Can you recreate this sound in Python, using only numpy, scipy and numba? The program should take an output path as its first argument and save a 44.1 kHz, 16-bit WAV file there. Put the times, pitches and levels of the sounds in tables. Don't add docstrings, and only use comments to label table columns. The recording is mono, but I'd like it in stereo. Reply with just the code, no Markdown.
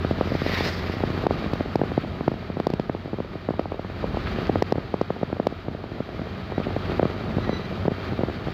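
import sys
import numpy as np
from scipy import signal
from scipy.fft import rfft, irfft, next_fast_len
from scipy.io import wavfile
from scipy.ndimage import uniform_filter1d, minimum_filter1d, map_coordinates
from numba import njit

SR = 44100
rng = np.random.default_rng(int(sys.argv[2]) if len(sys.argv) > 2 else 0)


def wav_out(sig):
    wavfile.write(sys.argv[1], SR, np.round(np.clip(np.atleast_2d(sig).T, -1, 1) * 32767).astype(np.int16))


N = 376173
TIME = np.arange(N) / SR

# (frequency [Hz], width [Hz], gain [dB])
CAB_MODES = [(173, 15, 2), (358, 72, 6.5), (415, 22, 6), (638, 27, 6), (902, 68, -3), (1235, 170, 4),
             (2376, 79, 3.5), (2785, 17, 4.5), (3184, 30, 7.5), (3810, 27, 7), (3920, 40, 3.5),
             (4450, 200, 3)]


def undb(db):
    return 10 ** (np.asarray(db) / 20)


def unit(x):
    return x / np.sqrt(np.mean(x ** 2))


def curves(table):
    s, *columns = np.transpose(table)
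    return [np.interp(TIME, s, column) for column in columns]


def bins(size):
    return np.arange(size // 2 + 1) * SR / size


def shape(points, f):
    hz, db = np.transpose(points)
    return undb(np.interp(np.log(f + 1), np.log(hz), db))


def colour(x, points, modes=()):
    size = next_fast_len(N + 4096)
    f = bins(size)
    modes_db = sum(db / (1 + (2 * (f - hz) / width) ** 2) for hz, width, db in modes)
    return irfft(rfft(x, size) * shape(points, f) * undb(modes_db), size)[:N]


def noise():
    return rng.standard_normal(N)


def walk(rate):
    k = max(int(SR / rate), 2)
    steps = np.repeat(rng.standard_normal(N // k + 1), k)
    return 1.3 * uniform_filter1d(uniform_filter1d(steps, k), k)[:N]


def grains(rate, spread_db):
    hits = rng.random(N) < rate / SR
    sizes = undb(spread_db * np.minimum(rng.exponential(size=N), 4))
    return hits * sizes * rng.choice([-1, 1], N)


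def add(out, x, s):
    i = int(round(s * SR))
    a, b = max(i, 0), min(i + x.shape[-1], N)
    if b > a:
        out[..., a:b] += x[..., a - i:b - i]


def bending(f, spread_s=0.003474, centre_hz=550, front_hz=1250):
    wave_hz = np.clip(f, 1, front_hz)
    return 1j * np.exp(-2j * np.pi * spread_s * (np.sqrt(centre_hz / wave_hz) * (f + wave_hz) - f))


def knocks(rows, pivot_hz=400, spread_s=0.003427, scatter=0.044, graze_db=-18, graze_s=0.00186,
           lag_s=0.00026, crunch_db=-9, crunch_s=0.002, ripple_db=1.42, ripple_octaves=1.26, size=2048):
    # (frequency [Hz], gain [dB])
    body_points = [(25, -49), (45, -32), (90, -17), (130, -2), (250, 1), (420, 1.5), (550, 0.5), (700, -2),
                   (1000, -11), (2000, -29), (3000, -45.5), (7000, -72)]
    air_points = [(60, -56), (200, -23.5), (400, -27), (650, -15.5), (1000, -24), (1500, -26.5),
                  (3000, -64), (7000, -80)]
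    out, f = np.zeros((2, N)), bins(size)
    lead = size // 4
    octaves = np.log2(np.clip(f, 100, 1500) / pivot_hz)
    body = shape(body_points, f)
    airborne = shape(air_points, f) * np.exp(-2j * np.pi * f * lag_s)
    paths = np.array([body, airborne])
    rough = np.exp(-np.arange(size) / SR / crunch_s) * np.sqrt(2 / (crunch_s * SR))
    crisp = undb(crunch_db) * shape([(500, -16), (1500, 11.0), (3000, 15)], f)
    for (s, db, hardness), (place, force, early) in zip(rows, rng.random((len(rows), 3))):
        graze = 2 * force ** 6 * undb(graze_db) * np.exp(2j * np.pi * f * graze_s * (.5 + early))
        crunch = crisp * rfft(rough * rng.standard_normal(size))
        blow = undb(hardness * octaves) + graze + crunch
        blow = blow * bending(f, spread_s * (1 + scatter * (2 * place - 1)))
        blow = blow * undb(ripple_db * np.cos(2 * np.pi * (octaves / ripple_octaves + place)))
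        peak = np.abs(irfft(blow * body)).max()
        knock = np.roll(irfft(blow * paths), lead, axis=-1)
        add(out, knock * undb(db) / peak, s - lead / SR)
    return out


def taps(coarse_db, per_s=4.8, level_db=-24.5, spread_db=5, rise=0.9, hardness=-2.2):
    rows = []
    for when, strength, hard in rng.random((int(per_s * N / SR), 3)):
        i = int(when * N)
        peak_db = level_db + rise * coarse_db[i] + spread_db * (2 * strength - 1)
        rows.append((i / SR, peak_db, hardness * (.5 + hard)))
    return rows


def snaps(decay_s=0.0015, snap_db=3.0, resonance_db=5, resonance_octaves=0.26, left_db=-21,
          splinter_db=-7, ring_s=0.004, ring_db=-22, size=2048):
    # (time [s], relative strength [dB], brightness [dB per octave], resonance of the struck part [Hz])
    snap_rows = [(1.2694, -6, -1, 4000), (1.5362, -18, 0, 2300), (1.7578, -12, 2.5, 5050),
                 (2.282, -18.5, -1, 3000), (2.6008, -20, -1, 2200), (2.67, -10, 2, 4000),
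                 (2.703, -24, 1, 4800), (2.7377, -20, -0.5, 3000), (2.798, -21.5, -3.5, 3500),
                 (3.597, -26.5, -1.5, 4500), (4.4702, -21, -3, 6000), (4.6248, -4.5, 0, 5300),
                 (4.724, -6, -1, 5250), (4.942, -30, 3, 5000), (5.0148, -22, 2, 5200),
                 (5.4708, -7, -1, 3200)]
    # (frequency [Hz], gain [dB])
    snap_points = [(500, -19), (2000, 17), (3300, 9), (4800, 11.5), (6200, -2), (9000, -14.5), (12500, -10),
                   (15500, -13)]
    out, t, f = np.zeros((2, N)), np.arange(size) / SR, bins(size)
    lead = size // 4
    octaves = np.log2(np.maximum(f, 1000) / 4000)
    decay = np.exp(-t / decay_s) + undb(ring_db) * np.exp(-t / ring_s)
    for s, db, brightness, hz in snap_rows:
        part_db = resonance_db * np.exp(-(np.log2((f + 1) / hz) / resonance_octaves) ** 2)
        tail = rng.standard_normal((2, size)) * decay
        tail = tail / np.linalg.norm(tail, axis=1, keepdims=True)
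        crack = 1 + undb(splinter_db) * rfft(tail)
        crack = crack * shape(snap_points, f) * undb(db + snap_db + part_db + brightness * octaves)
        add(out, np.roll(irfft(crack), lead, axis=-1), s - lead / SR)
    return out * undb([[left_db], [0]])


def chatter(shake_db, rate=130, spread_db=4.5, bed_db=-5):
    # (frequency [Hz], gain [dB])
    shake_points = [(25, -42), (50, -25), (85, 2.5), (130, 1), (240, -4), (400, -13.5), (700, -12.5),
                    (1000, -18.5), (1250, -25.5), (2000, -31.5), (4500, -53), (8000, -62)]
    size = next_fast_len(N)
    tiny_taps = irfft(rfft(grains(rate, spread_db), size) * bending(bins(size)), size)[:N]
    tremble = unit(tiny_taps) + undb(bed_db) * noise()
    return unit(colour(tremble, shake_points)) * undb(shake_db)


def motorbike(nearest_s=0.553, coming_s=0.12, going_s=0.17, peak_db=-25, falloff=1.46, rough_db=2.0,
              grit_db=-5, mirror=0.18, mirror_lag_s=0.00091, recede_db=-38, recede_s=0.68):
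    # (frequency [Hz], gain [dB])
    bike_points = [(300, -7), (700, 2), (1400, -2.5), (1950, 7.5), (2700, -3.5), (4900, -4), (6000, -17.5),
                   (8800, -39), (12500, -25.5), (15500, -34.5)]
    pace_s = np.where(TIME < nearest_s, coming_s, going_s)
    distance = np.hypot(1, (TIME - nearest_s) / pace_s)
    roughness = undb(rough_db * walk(72.0))
    rasp = colour((noise() + undb(grit_db) * unit(grains(900, 4.2))) * roughness, bike_points)
    echo = map_coordinates(rasp, [(TIME - mirror_lag_s / distance) * SR], mode="mirror")
    front = unit(rasp + mirror * echo) * undb(peak_db) / distance ** falloff
    thin_points = [(2000, -21), (4200, -1.5), (5000, 2.0), (6000, -11), (9000, -29)]
    behind = unit(colour(noise() * roughness, thin_points))
    return front + behind * undb(recede_db) * np.exp(-((TIME - recede_s) / 0.11) ** 2)


def bike_core(middle_s=0.565, half_length_s=0.0732, peak_db=-28, doppler=0.05):
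    # (frequency [Hz], gain [dB])
    core_points = [(900, -42), (1600, -10), (1920, -4), (2250, -14), (2750, -7.5), (3200, -20),
                   (3750, -10.5), (5500, -47)]
    along = (TIME - middle_s) / half_length_s
    position = np.cumsum(1 - doppler * np.tanh(along))
    rasp = map_coordinates(unit(colour(noise(), core_points)), [position], mode="mirror")
    return rasp * undb(peak_db) * np.exp(-along ** 2)


def engine(start_hz=42.82, settle_s=1.8, cruise_hz=46.93, wander=.004, flutter_db=2.2):
    # (multiple of the firing rate, relative level [dB])
    engine_orders = [(1, -7), (2, 1), (4, -9), (5, -14), (8, -15)]
    # (time [s], level [dB])
    hum_levels = [(0, -32.5), (0.6, -34), (1.2, -34.5), (2.2, -38), (3.5, -41.5), (4.0, -35), (4.5, -31),
                  (4.85, -41), (6.4, -42.5), (6.8, -31), (7.3, -35.5), (8.53, -37.5)]
    hz = cruise_hz - (cruise_hz - start_hz) * np.exp(-TIME / settle_s)
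    phase = 2 * np.pi * np.cumsum(hz * (1 + wander * walk(6))) / SR
    hum = np.zeros(N)
    for k, order_db in engine_orders:
        level = undb(order_db + flutter_db * walk(11))
        hum += level * np.sin(k * phase + 2 * np.pi * rng.random())
    return unit(hum) * undb(curves(hum_levels)[0])


def squeaks(third_db=-16, rough_db=3.0, jitter=.004):
    # (middle [s], half length [s], pitch [Hz], glide [Hz per s], level [dB], upper partials [dB])
    squeak_notes = [(6.555, .04, 1930, -200, -40, -5), (7.11, .025, 1985, -400, -40, -8),
                    (7.437, .03, 1985, -900, -38, -3), (7.474, .03, 1910, -300, -35.5, -16),
                    (7.513, .03, 1985, -1200, -36.5, -3), (7.543, .028, 1980, -500, -34.5, 1),
                    (7.574, .021, 1975, -900, -35, 2), (7.61, .025, 1995, 200, -41, -3),
                    (7.65, 0.026, 2000, 600, -39.5, 0)]
    out = np.zeros(N)
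    for s, half_length, hz, glide, db, upper_db in squeak_notes:
        t = np.arange(int(half_length * SR * 2)) / SR
        pitch = (hz + glide * (t - half_length)) * (1 + jitter * walk(330)[:len(t)])
        phase = 2 * np.pi * np.cumsum(pitch) / SR
        upper = np.sin(2 * phase) + undb(third_db) * np.sin(3 * phase)
        tone = (np.sin(phase) + undb(upper_db) * upper) * undb(rough_db * walk(197)[:len(t)])
        add(out, unit(tone) * np.hanning(len(t)) * undb(db), s - half_length)
    return out


def scuffs(grit_db=0):
    # (middle [s], half length [s], level [dB])
    scrape_rows = [(1.452, .012, -34), (2.018, 0.017, -36.5), (4.274, 0.017, -29.5), (4.387, 0.011, -38.5),
                   (4.463, 0.02, -35), (6.643, 0.015, -31), (6.902, 0.037, -37)]
    # (frequency [Hz], gain [dB])
    scrape_points = [(600, -16), (1300, 5), (2000, 1.5), (2500, 1.5), (3200, -3), (4800, -13), (7000, -41)]
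    rub = unit(colour(noise() + undb(grit_db) * unit(grains(800, 3.5)), scrape_points))
    swells = sum(undb(db) * np.exp(-((TIME - s) / half_length) ** 2) for s, half_length, db in scrape_rows)
    return rub * swells


def road(roar_db, jolt_db=1.5):
    # (frequency [Hz], gain [dB])
    roar_points = [(25, -16.5), (45, -10), (70, 4), (130, -1.5), (220, 0), (310, -7), (500, -7.5),
                   (700, -8.5), (900, -10.5), (1500, -21), (4000, -62.5)]
    return unit(colour(noise() * undb(jolt_db * walk(22)), roar_points, CAB_MODES)) * undb(roar_db)


def boom(middle_s=4.17, half_length_s=0.22, peak_db=-35):
    # (frequency [Hz], gain [dB])
    boom_points = [(25, -21), (42, -4), (65, 5), (110, -7), (200, -23), (500, -66)]
    return unit(colour(noise(), boom_points)) * undb(peak_db) * np.exp(-((TIME - middle_s) / half_length_s) ** 2)


def air(air_db, flicker_db=0.58, grit_db=-7, gust_db=0.1161):
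    # (frequency [Hz], gain [dB])
    air_points = [(400, -13), (900, -7), (1250, 2), (1900, 0.5), (2700, -4.5), (3800, -7), (4700, -10),
                  (5500, -20.5), (7000, -29), (9000, -42.5), (10500, -38.5), (12500, -32.5), (15500, -43)]
    gusts = gust_db * (air_db - air_db.min()) * walk(60)
    rush = noise() + undb(grit_db) * unit(grains(700, 3.3))
    rush = rush * undb(flicker_db * walk(35) + gusts)
    return unit(colour(rush, air_points, CAB_MODES)) * undb(air_db)


def scene():
    # (time [s], peak [dB], hardness [dB per octave])
    clear_knocks = [(0.0489, -4.5, -4.5), (0.1113, -2.5, -4), (0.1867, -10, -6.5), (0.2118, -1.5, -1),
                    (0.2739, -11, -4.5), (0.3055, -15, -5), (0.3204, -4, -5.5), (0.3524, -4.5, -4.5),
                    (0.4194, -7, -5), (0.4645, -5, -2), (0.4966, -10, -5), (0.536, -10.5, -7),
                    (0.6081, -6.5, -1), (0.6635, -11.5, -1.5), (0.6868, -13, 0.5), (0.8416, -16.5, -1.5),
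                    (0.8976, -10, -3.5), (0.939, -15, -1), (0.9684, -11.5, -6), (1.006, -13.5, -2),
                    (1.0378, -1.5, -3.5), (1.075, -13.5, -9), (1.103, -9, -7), (1.1771, -8.5, -7),
                    (1.2392, -10, -2), (1.2681, 12.5, 1.5), (1.3096, -0.5, 0), (1.4435, -11.5, -5.5),
                    (1.463, -10, -9), (1.5345, -4.5, -6.5), (1.5575, -16, -1), (1.6086, -6.5, -2),
                    (1.7574, 7, -2.5), (1.7945, -8, -5), (1.8165, 4, -3.0), (1.8369, -6.5, -3.5),
                    (1.9189, -8.5, -5), (1.9788, 0.5, -4), (2.0386, -14.5, -5), (2.0483, -18, -1),
                    (2.2097, -8, -4), (2.2804, 4.5, -2.5), (2.3176, -9.5, -4.5), (2.3407, -15.5, -4.5),
                    (2.5013, -11.5, -5), (2.5708, -10, -6), (2.6015, -5.5, -1.5), (2.6699, 5.5, 0),
                    (2.7029, -9, -4.5), (2.7372, -4.5, -6.5), (2.7982, -4, -3.5), (2.8975, -5.5, -1.5),
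                    (2.95, -10.5, -1), (3.0586, -15, -4.5), (3.0798, -20, -1), (3.1022, -24, -2),
                    (3.1326, -10, -5), (3.142, -13.5, -4), (3.187, -12.5, -4), (3.2038, -8.5, -3.5),
                    (3.2499, -20, -4.5), (3.3562, -13.5, -5), (3.4893, -4.5, -1), (3.507, -7, -3.5),
                    (3.5399, -16.5, -0.5), (3.5953, -4, -0.5), (3.6133, -18.5, -0.5), (3.6579, -10.5, 0.5),
                    (3.7211, -10, -2), (3.7447, -14, -1), (3.7951, -10.5, -1.5), (3.8485, -16, -3),
                    (4.0431, -5.5, -0.5), (4.1467, -13, 0), (4.1722, -7.5, 0), (4.3614, -16, -6),
                    (4.3871, -8.5, -3), (4.4968, 3.5, -2), (4.558, -1.5, -1.5), (4.5678, -14.5, -5),
                    (4.6237, 7, 1), (4.7243, 9, -0.5), (4.7571, -9.5, -3.5), (4.7821, -7, -5),
                    (4.942, -3.5, -0.5), (5.0142, -1, 0), (5.1054, -5, -1.5), (5.1686, -20.5, 0),
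                    (5.2143, -16, -4), (5.2319, -4, -2.5), (5.302, -16, -2), (5.3293, -7, -3.5),
                    (5.369, -17.5, 2), (5.4, -1.5, -1.5), (5.4704, 5, 1), (5.5256, -15, -5),
                    (5.6657, -21.5, -0.5), (5.6841, -9.5, -5.5), (5.75, -14, -4), (5.7919, -23.5, 1),
                    (5.8414, -15.5, 0), (5.9188, -16, -6), (6.0049, -7.5, -4.5), (6.091, -16.5, -2),
                    (6.1472, -19, -6), (6.1949, -14, -5), (6.2176, -12.5, -7.5), (6.5013, -18, -1),
                    (6.5225, -12.5, -1.5), (6.581, -5, -4.5), (6.6015, -8, -5), (6.6148, -17, -2.5),
                    (6.6696, -8.5, -5), (6.7064, -14, 3), (6.7652, -6, -1.5), (6.8981, -10.5, -5),
                    (6.997, 7.5, 0), (7.0093, -10, -1), (7.0307, 1.5, -1.5), (7.0548, -3.5, -5),
                    (7.2098, -17.5, -3.5), (7.3685, -6.5, -9.5), (7.3846, -6, 2), (7.4766, -13, -5.5),
                    (7.4947, -3.5, -2.5), (7.5311, -9.5, -5.5), (7.7266, -16, -3.5), (7.8546, -9, -4),
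                    (7.8815, 4, -2), (7.9178, -8.5, -6.5), (7.9834, -18.5, -6.5), (8.1229, -13, -7.5),
                    (8.1328, -16.5, 0), (8.1921, -7, -3.5), (8.2087, -13, -4.5), (8.2357, -4.5, -4),
                    (8.2858, -12, -3.5), (8.2991, -16, 6), (8.472, -10.5, -8), (8.485, -13, 1)]
    # (time [s], tyre noise above that on the smoothest asphalt [dB])
    surface = [(0, 7), (1.05, 7), (1.22, 10), (1.5, 6.5), (2.0, 5.0), (2.25, 3), (3.05, 0.5), (3.8, 0.5),
               (4.0, 5), (4.36, 9), (4.47, 9), (4.53, 7.5), (4.85, 2.5), (5.85, 0.0), (6.15, 3.5),
               (6.55, 3.5), (6.92, 9.5), (7.12, 7), (8.53, 6.0)]
    # (frequency [Hz], gain [dB])
    covered_port = [(40, 1), (90, -2), (200, -1.5), (1200, -9.5), (2000, -21), (4500, -26.5), (8000, -28.5),
                    (15000, -4)]
    coarse_db = curves(surface)[0]
    roar_db = -37 + 0.99 * coarse_db
    air_db = -42 + 1.02 * coarse_db
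    shake_db = -39 + coarse_db
    cab = motorbike() + bike_core() + engine() + squeaks() + scuffs() + road(roar_db) + boom() + air(air_db)
    diffuse = colour(road(roar_db) + air(air_db) + motorbike(), [(50, -18), (200, -6.0), (1500, 1.0)])
    direct = colour(cab, [(60, -1.5), (200, 0.5), (1500, -10.5)])
    left = colour(direct + diffuse, covered_port) + chatter(shake_db)
    return np.array([left, cab]) + snaps() + knocks(clear_knocks) + knocks(taps(coarse_db))


@njit
def follow(x, release):
    y, e = np.empty(len(x)), 0.
    for i in range(len(x)):
        e = max(x[i], e * release)
        y[i] = e
    return y


def record(dry, release_s=0.024, window_s=0.013, low_cut_hz=33, ceiling=.99, knee=3.86, top_hz=15600):
    low_cut = [(.6 * low_cut_hz, -16), (low_cut_hz, -3), (0.92 * low_cut_hz, 0)]
    dry = np.array([colour(x, low_cut) for x in dry])
    peak = follow(np.abs(dry).max(axis=0), np.exp(-1 / (release_s * SR)))
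    gain = (1 + (peak / ceiling) ** knee) ** (-1 / knee)
    window = max(int(window_s * SR), 1)
    gain = uniform_filter1d(minimum_filter1d(gain, size=window), size=window)
    top_cut = signal.ellip(8, .2, 70, top_hz, fs=SR, output="sos")
    return signal.sosfilt(top_cut, dry * gain)


dry = scene()
out = record(dry)
wav_out(out)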